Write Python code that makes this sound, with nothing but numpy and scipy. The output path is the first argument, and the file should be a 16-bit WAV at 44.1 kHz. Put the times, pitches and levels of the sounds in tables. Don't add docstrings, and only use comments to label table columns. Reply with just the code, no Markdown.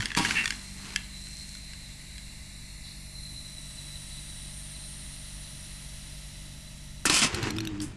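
import sys
import numpy as np
from scipy import signal
from scipy.fft import rfft, irfft
from scipy.io import wavfile
from scipy.ndimage import uniform_filter1d, map_coordinates

SR = 44100
rng = np.random.default_rng(int(sys.argv[2]) if len(sys.argv) > 2 else 0)


def pcm_store(signal):
    levels = np.round(np.clip(np.atleast_2d(signal), -1, 1) * 32767)
    wavfile.write(sys.argv[1], SR, levels.astype(np.int16).T)


N = 351036
TIME = np.arange(N) / SR
FREQ = np.maximum(np.fft.rfftfreq(N, 1 / SR), 1)
EMPTY_S = 6.04


def undb(db):
    return np.exp(np.log(10) / 20 * np.asarray(db))


def unit(x):
    return x / np.sqrt(np.mean(x ** 2))


def colour(points):
    hz, db = np.transpose(points)
    return undb(np.interp(np.log(FREQ), np.log(hz), db)) * np.minimum(FREQ / hz[0], 1) ** 2


def resonances(rows):
    return sum(undb(db) / (1 + (2 * (FREQ - hz) / width) ** 2) for hz, width, db in rows)


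def noise(gain, grain_db=0):
    grains = undb(grain_db * np.repeat(rng.standard_normal(N // 32 + 1), 32)[:N])
    return unit(irfft(rfft(rng.standard_normal(N) * grains) * gain, N))


def walk(rate_hz):
    hold = max(int(SR / rate_hz), 1)
    steps = np.repeat(rng.standard_normal(N // hold + 1), hold)
    return unit(uniform_filter1d(uniform_filter1d(steps, hold), hold)[:N])


def sine(cycles):
    return np.sin(2 * np.pi * (cycles + rng.random()))


def fade(t, t60):
    return np.exp(-np.log(1000) * np.maximum(t, 0) / t60)


def gate(start, length, t60, rise=0.0028):
    return np.clip((TIME - start) / rise, 0, 1) * fade(TIME - start - length, t60)


def swells(rows):
    return np.sqrt(sum((undb(db) * gate(s, rise + hold, t60, rise)) ** 2
                       for s, rise, hold, db, t60 in rows))


def bell(peak_s, before_s, after_s):
    return np.exp(-.5 * ((TIME - peak_s) / np.where(TIME < peak_s, before_s, after_s)) ** 2)


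def glide(x, ratio):
    return map_coordinates(x, [np.cumsum(ratio) % (N - 1)], order=3, mode="nearest")


def strikes(rows, modes, scatter, crack, crack_t60, neutral_hz, lean):
    track, t = np.zeros(N + SR), np.arange(SR // 20) / SR
    hz, db, t60 = np.transpose(modes)[:, :, None]
    for s, peak_db, bright_hz in rows:
        detuned = hz * (1 + scatter * rng.standard_normal(hz.shape))
        weight = undb(db) * (hz / neutral_hz) ** (lean * np.log2(bright_hz / neutral_hz))
        phase = 2 * np.pi * (detuned * t + rng.random(hz.shape))
        ring = np.sum(weight * fade(t, t60) * np.sin(phase), axis=0)
        burst = np.convolve(rng.standard_normal(len(t)), [1, 1, -1, -1], "same") / 2
        hit = ring / np.abs(ring).max() + crack * burst * fade(t, crack_t60)
        hit *= np.minimum(t / 0.0007, 1)
        track[int(s * SR):][:len(t)] += undb(peak_db) * hit / np.abs(hit).max()
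    return track[:N]


def at_panel():
    leave_s, arrive_s = 2.38, 3.86
    return np.clip((TIME - leave_s) / (arrive_s - leave_s), 0, 1)


def room(x, wet_db, band_hz, t60_mid, t60_high):
    t = np.arange(SR // 2) / SR
    white = rng.standard_normal(len(t))
    mids = signal.sosfilt(signal.butter(2, band_hz, "band", fs=SR, output="sos"), white)
    treble = .1 * np.diff(white, prepend=0)
    tail = (mids * fade(t, t60_mid) + treble * fade(t, t60_high)) * (t > .005)
    return x + undb(wet_db) * signal.fftconvolve(x, tail / np.sqrt(np.sum(tail ** 2)))[:N]


def pump():
    # multiple of the shaft rate, relative level/dB at the bag, the same at the panel
    lines = [(1, -59, -58), (2, -49, -48), (4, -59, -57.5), (6, -55, -50.5), (8, -57, -58), (10, -70, -71),
             (23, -84, -73), (25, -84, -74), (26, -72, -69), (28, -84, -77), (35, -86, -78), (36, -81, -76),
             (38, -84, -76)]
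    # f/Hz, relative level/dB
    rumble = [(14, 4), (30, -0.5), (65, 3.5), (90, -6), (125, -5), (160, -9.5), (210, -11), (270, -13.5),
              (340, -18), (440, -34), (650, -54), (1100, -110)]
    shaft_hz, vanes = 24.22, 8
    turns = shaft_hz * (TIME + np.cumsum(.0005 * walk(2)) / SR)
    moved, load_db = at_panel(), 7 * bell(0.76, 0.19, 0.34)
    hum = 0
    for k, bag_db, panel_db in lines:
        db = bag_db + moved * (panel_db - bag_db) + load_db * (k == vanes)
        hum += undb(db + 0.24 * walk(4.15)) * sine(k * turns)
    return 1.28 * hum + undb(-49 + 0.44 * moved) * noise(colour(rumble))


def hiss():
    # f/Hz, relative level/dB
    bag_colour = [(450, -15), (850, -13), (1400, -14.5), (2050, -1), (2560, -8.5), (2740, -3.5),
                  (2950, -10), (3300, -9.5), (4070, -1.5), (4800, -7.5), (6400, -9.5), (7900, -5.5),
                  (10300, -9), (12000, -16.5)]
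    # f/Hz, relative level/dB
    panel_colour = [(450, -10), (620, -7), (850, -9.5), (1350, -6.5), (2050, -0.5), (2480, -3.5),
                    (2740, -2), (3100, -0.5), (3750, 0.5), (4900, -3.5), (5750, 0.5), (6350, -4.5),
                    (9600, -2), (12000, -9.5)]
    moved = at_panel()
    beside_bag = undb(-48.5) * np.sqrt(1 - moved) * noise(colour(bag_colour))
    return beside_bag + undb(-47.5) * moved * noise(colour(panel_colour))


def whistle():
    # t/s, f/Hz
    pitch_path = [(.9, 4130), (1.16, 4020), (1.3, 4140), (1.6, 4120), (2.05, 4010), (2.62, 4000),
                  (2.72, 4250), (2.86, 4060), (2.98, 4220), (3.13, 4050), (4.4, 3970), (4.8, 4120),
                  (6.8, 4010)]
    # t/s, rise/s, width/Hz, level/dB, t60/s
    flow_surges = [(.45, 0.072, 150, -53.5, 6.4), (1.08, 0.089, 190, -47, 3.2), (1.28, 0.12, 260, -50, 2.7),
                   (2.66, 0.029, 130, -53, 1.5), (3.05, 0.15, 170, -48, 5.7), (3.5, 0.6, 750, -54.5, 4),
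                   (4.6, .2, 500, -57, 5)]
    times, hz = np.transpose(pitch_path)
    centre = np.mean(hz)
    surges = sum(swells([(s, rise, 0, db, t60)]) * noise(resonances([(centre, width, 0)]))
                 for s, rise, width, db, t60 in flow_surges)
    steady = undb(-59) * noise(resonances([(centre, 200, 0)]))
    rasp = swells([(2.81, .04, .06, -49, .6)]) * noise(resonances([(centre, 1300, 0)]))
    pitch = np.interp(TIME, times, hz) * (1 + .004 * walk(4))
    shift = np.exp(2j * np.pi * np.cumsum(pitch - centre) / SR)
    flutter = undb(1.4 * walk(40))
    return np.real(signal.hilbert(steady + surges + rasp) * shift) * flutter


def off_casing(air):
    # f/Hz, width/Hz, level/dB of the part cancelled
    hollow = [(3150, 240, -.5)]
    overhead, delay_s = bell(2.95, 0.55, 0.55), .000625
    air = air - overhead * irfft(rfft(air) * resonances(hollow), N)
    strength = 0.07 + 0.13 * overhead
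    return (air - strength * np.roll(air, int(delay_s * SR))) / np.sqrt(1 + strength ** 2)


def off_panel(air):
    # first delay/ms, last delay/ms, gain
    paths = [(.99, 1.05, .15), (1.57, 1.5, .14), (2.93, 3.05, .11)]
    step_s, echoes = 3.56, 0
    for first_ms, last_ms, gain in paths:
        delay_s = np.where(TIME < step_s, first_ms, last_ms) / 1000
        echoes += gain * np.interp(TIME - delay_s, TIME, air)
    return air + at_panel() * echoes


def jet():
    # peak t/s, entry/s, exit/s, f/Hz, width/Hz, drift/(Hz/s), level/dB
    lobes = [(3.25, 0.37, 0.29, 10930, 600, -150, -58), (3.749, 0.4, 0.59, 8080, 480, -380, -55.5),
             (4.649, 0.43, 0.41, 8820, 400, -69.5, -50), (4.802, 1.2, 1.1, 9510, 650, -88.5, -50.5),
             (5.0, 0.53, 1.54, 9920, 380, -1.5, -56.5)]
    treble = 0
    for s, enter, leave, hz, width, drift, db in lobes:
        band = noise(resonances([(hz, width, 0)]))
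        ratio = 1 + drift / hz * np.clip(TIME - s, -1, 1)
        treble += undb(db) * bell(s, enter, leave) * glide(band, ratio)
    return treble


def sizzle():
    # t/s, rise/s, hold/s, level/dB, t60/s
    spells = [(.4, 0.029, 0.3, -51, 0.85), (1.12, 0.08, 0.38, -52, 0.23)]
    # f/Hz, width/Hz, relative level/dB
    creases = [(5600, 1100, -2), (8340, 3200, 0)]
    return swells(spells) * noise(resonances(creases), grain_db=5.5)


def suction():
    air = off_panel(off_casing(hiss() + whistle())) + sizzle() + jet()
    sag_db = -4 * np.maximum(TIME - EMPTY_S, 0)
    return air * undb(sag_db) * gate(start=.16, length=6.9, t60=.3, rise=0.034)


def crumple():
    # t/s, rise/s, hold/s, level/dB, t60/s
    rushes = [(-.01, 0.015, 0.026, -39.5, 1), (.163, 0.0048, 0.018, -26, 0.11),
              (.17, 0.018, 0.11, -31.5, 0.98), (.72, 0.15, .04, -44.5, 0.9)]
    # f/Hz, relative level/dB
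    spectrum = [(120, -18), (210, 6), (340, -7.5), (463, -10.5), (540, -20.5), (850, -7.5), (1210, -7.5),
                (1670, -6.5), (2800, -6.5), (3620, -9.5), (4500, -8.5), (7180, -12), (10300, -16.5),
                (12500, -31)]
    return swells(rushes) * noise(colour(spectrum), grain_db=3.0)


def snaps():
    # t/s, peak level/dB, brightness f/Hz
    hits = [(0.0054, -17, 2200), (0.021, -22, 2840), (0.0267, -22, 1850), (0.0567, -14, 3420),
            (0.1038, -23, 1700), (0.1171, -21, 1680), (0.1497, -15, 2470), (0.2495, -12, 1680),
            (.2572, -18, 1700), (0.3088, -11, 1600), (0.4431, -21, 2950), (0.457, -12, 2340),
            (0.4773, -16.5, 3600), (0.5057, -14, 3420), (0.5237, -25, 1880), (.868, -36, 4200),
            (.939, -32, 4500), (0.9605, -7.5, 3230), (1.271, -33, 4200), (1.5515, -33, 3860),
            (1.734, -30.5, 4110), (2.1805, -30, 4030)]
    # f/Hz, relative level/dB, t60/s
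    modes = [(1120, -18, 0.019), (1646, -1.5, 0.025), (2040, 3, 0.01), (2510, -0.5, 0.015),
             (3184, 0.5, 0.016), (4500, 9, 0.0048), (5580, -3, 0.016), (6460, -9, 0.017), (7370, 2, 0.0066),
             (9230, -4.5, 0.011)]
    return strikes(hits, modes, scatter=0.074, crack=0.037, crack_t60=0.012, neutral_hz=3120, lean=1.0)


def creak():
    # t/s, length/s, first slip rate/Hz, last slip rate/Hz, relative level/dB
    creaks = [(0.245, 0.038, 900, 945, -25.5), (0.335, 0.11, 462, 100, -21)]
    # f/Hz, relative level/dB, t60/s
    modes = [(1800, -1.5, .014), (2230, -1, .012), (2710, .8, .016), (5200, -16, .003), (8500, -13, .002)]
    slips, ease_db = 0, 12.5
    for s, length, first, last, db in creaks:
        progress = np.clip((TIME - s) / length, 0, 1)
        bend = .5 - .5 * np.cos(np.pi * progress ** 1.85)
        rate = first * (last / first) ** bend * (1 + .03 * walk(200))
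        pulses = np.diff(np.floor(np.cumsum(rate) / SR), prepend=0)
        envelope = undb(db - ease_db * progress ** 2) * gate(s, length, t60=0.026, rise=0.05)
        slips += pulses * envelope / np.sqrt(first / SR)
    t = np.arange(SR // 50) / SR
    ring = sum((-1) ** k * undb(db) * fade(t, t60) * np.sin(2 * np.pi * hz * t)
               for k, (hz, db, t60) in enumerate(modes))
    tone = signal.fftconvolve(slips * undb(walk(300)), ring)[:N] / np.sqrt(np.sum(ring ** 2))
    return signal.sosfilt(signal.butter(2, 1400, "high", fs=SR, output="sos"), tone)


def valves():
    # t/s, length/s, level/dB, t60/s, tilt/(dB/octave)
    blasts = [(7.054, 0.006, -22, 0.042, 9.5), (7.062, 0.012, -26.5, 0.15, 1.5),
              (7.096, 0.0047, -17.5, 0.0099, 2.5), (7.1, 0.11, -24.5, 0.076, 3),
              (7.14, 0.064, -26.5, 0.058, 6), (7.215, 0.037, -22.5, 0.12, 2),
              (7.344, 0.0046, -35.5, 0.07, 6), (7.814, 0.0046, -37, 0.24, 12)]
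    # f/Hz, relative level/dB
    spectrum = [(88, -20), (150, 11), (280, 8.5), (480, -7.5), (650, -2), (856, -7), (1050, -3), (1380, -2),
                (1660, -4), (2530, -2), (3400, -4.5), (3950, -9), (4800, -6), (9630, -12.5), (11500, -27.5),
                (15600, -50)]
    # f/Hz, level/dB
    seat_modes = [(1290, -33), (1800, -25), (1950, -27)]
    # f/Hz, relative level/dB
    block_modes = [(1050, -2), (1362, 1), (2600, 2), (3090, -1), (4425, 0), (4970, 1), (5220, 1), (7650, 0)]
    seat = gate(blasts[0][0], 0, t60=0.066) * sum(undb(db) * sine(hz * TIME) for hz, db in seat_modes)
    block = resonances([(hz, 110, db) for hz, db in block_modes])
    gain = colour(spectrum) * (1.6 + block)
    air = sum(undb(db) * gate(s, length, t60) * noise(gain * undb(tilt * np.log2(FREQ)), grain_db=1.0)
              for s, length, db, t60, tilt in blasts)
    return seat + air * undb(1.4 * walk(160))


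def vent():
    # t/s, rise/s, hold/s, level/dB, t60/s
    puffs = [(7.25, 0.079, 0.059, -35.5, 0.84), (7.435, 0.0041, 0.047, -34.5, 0.17),
             (7.5, 0.065, 0.18, -49.5, 1), (7.8, 0.0049, 0.014, -48, 0.96)]
    # f/Hz, relative level/dB
    spectrum = [(210, -27), (350, 4.5), (605, -13.5), (766, -7), (1540, -7.5), (2030, -8.5), (2690, -9.5),
                (3270, -13.5), (7480, -19.5), (12500, -39)]
    return swells(puffs) * undb(walk(70)) * noise(colour(spectrum), grain_db=2.5)


def shudder():
    # t/s, rise/s, hold/s, level/dB, t60/s
    travels = [(.17, .02, .05, -43, 1.1), (7.29, 0.15, 0.13, -36, 1.5), (7.81, 0.017, 0.061, -43.5, 0.25)]
    # f/Hz, width/Hz, relative level/dB
    frame = [(109, 38, 1.5), (203, 79, -3.5), (315, 79, -8.5), (478, 17, -21)]
    return swells(travels) * noise(resonances(frame))


def groan():
    # t/s, f/Hz, relative level/dB
    course = [(7.49, 101, -35), (7.53, 101, -34), (7.57, 108.3, -32.5), (7.695, 106.7, -35),
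              (7.735, 99.5, -32), (7.775, 101, -37), (7.815, 101.4, -28.5), (7.848, 101.5, -32)]
    # multiple of the pitch, relative level/dB
    partials = [(1, -5), (2, -13), (3, -1), (4, -28)]
    times, hz, db = np.transpose(course)
    pitch = np.interp(TIME, times, hz) * (1 + .008 * walk(60))
    phase = 2 * np.pi * np.cumsum(pitch) / SR
    tone = sum(undb(level + 1.1 * walk(35)) * np.sin(k * phase) for k, level in partials)
    dragging = gate(times[0], times[-1] - times[0], t60=0.047, rise=0.021)
    return tone * undb(np.interp(TIME, times, db)) * dragging


def jaw():
    # t/s, ring level/dB, thump level/dB, thump f/Hz
    knocks = [(0, -49, -24.5, 110), (.172, -25.5, -18.5, 182), (0.1925, -28, -20, 178),
              (0.2042, -29, -21, 230), (7.054, -29, -20, 395), (7.101, -23.5, -18, 290),
              (7.127, -44, -25, 159), (7.249, -31, -18.5, 212), (7.339, -52, -22.5, 94),
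              (7.43, -33, -25, 110), (7.469, -50, -20, 328)]
    # f/Hz, relative level/dB on closing, the same on opening
    steel = [(310, -11, -10), (800, -9, -11), (955, -1.5, -9), (1028, -14, -8), (1120, -9, -10),
             (1620, -14, -24), (1808, -14, -10), (2159, -10, -22), (2342, -8, -16), (2590, -13, -7),
             (2698, -11, -10), (3420, -13, -20), (4420, -9, -12), (4969, -16, -9)]
    scatter, thump_cycles = .005, 8.7
    track, t = np.zeros(N + SR), np.arange(SR // 2) / SR
    for s, ring_db, thump_db, thump_hz in knocks:
        ring = 0
        for hz, closing_db, opening_db in steel:
            detuned = hz * (1 + scatter * rng.standard_normal())
            ring += undb(closing_db if s < EMPTY_S else opening_db) * sine(detuned * t)
        thump = fade(t, thump_cycles / thump_hz) * np.sin(2 * np.pi * thump_hz * t)
        blow = undb(ring_db) * ring * fade(t, t60=0.2) + undb(thump_db) * thump
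        track[int(s * SR):][:len(t)] += blow * np.minimum(t / 0.0011, 1)
    return track[:N]


def clacks():
    # t/s, peak level/dB, brightness f/Hz
    hits = [(.1728, -14.5, 2330), (.1802, -23, 4500), (7.0535, -11.5, 640), (7.0968, -9.5, 3900),
            (7.3452, -19, 4200), (7.4285, -21, 3200), (7.5052, -20, 4600), (7.5655, -27.5, 3680),
            (7.5842, -16.5, 2380), (7.6047, -23, 3350), (7.6509, -25.5, 2210), (7.673, -19.5, 2800),
            (7.8026, -23.5, 4020)]
    # f/Hz, relative level/dB, t60/s
    modes = [(1700, 0.5, 0.0083), (2640, 0, 0.027), (3360, 13, 0.0039), (4050, 9.5, 0.015),
             (5490, 4, 0.019), (7950, -3, 0.0085)]
    return strikes(hits, modes, scatter=0.09, crack=0.16, crack_t60=0.02, neutral_hz=4450, lean=1.25)


def scene():
    bag = crumple() + snaps() + creak()
    bag = room(bag, wet_db=-19.5, band_hz=(1500, 3600), t60_mid=.28, t60_high=.17)
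    machine = valves() + vent() + shudder() + jaw() + clacks() + groan()
    machine = room(machine, wet_db=-19.0, band_hz=(700, 3950), t60_mid=.26, t60_high=.1)
    mono = pump() + suction() + bag + machine
    return np.array([mono, mono])


def record(dry):
    top_hz = 12100
    return signal.sosfilt(signal.ellip(10, .2, 80, top_hz, fs=SR, output="sos"), dry)


dry = scene()
out = record(dry)
pcm_store(out)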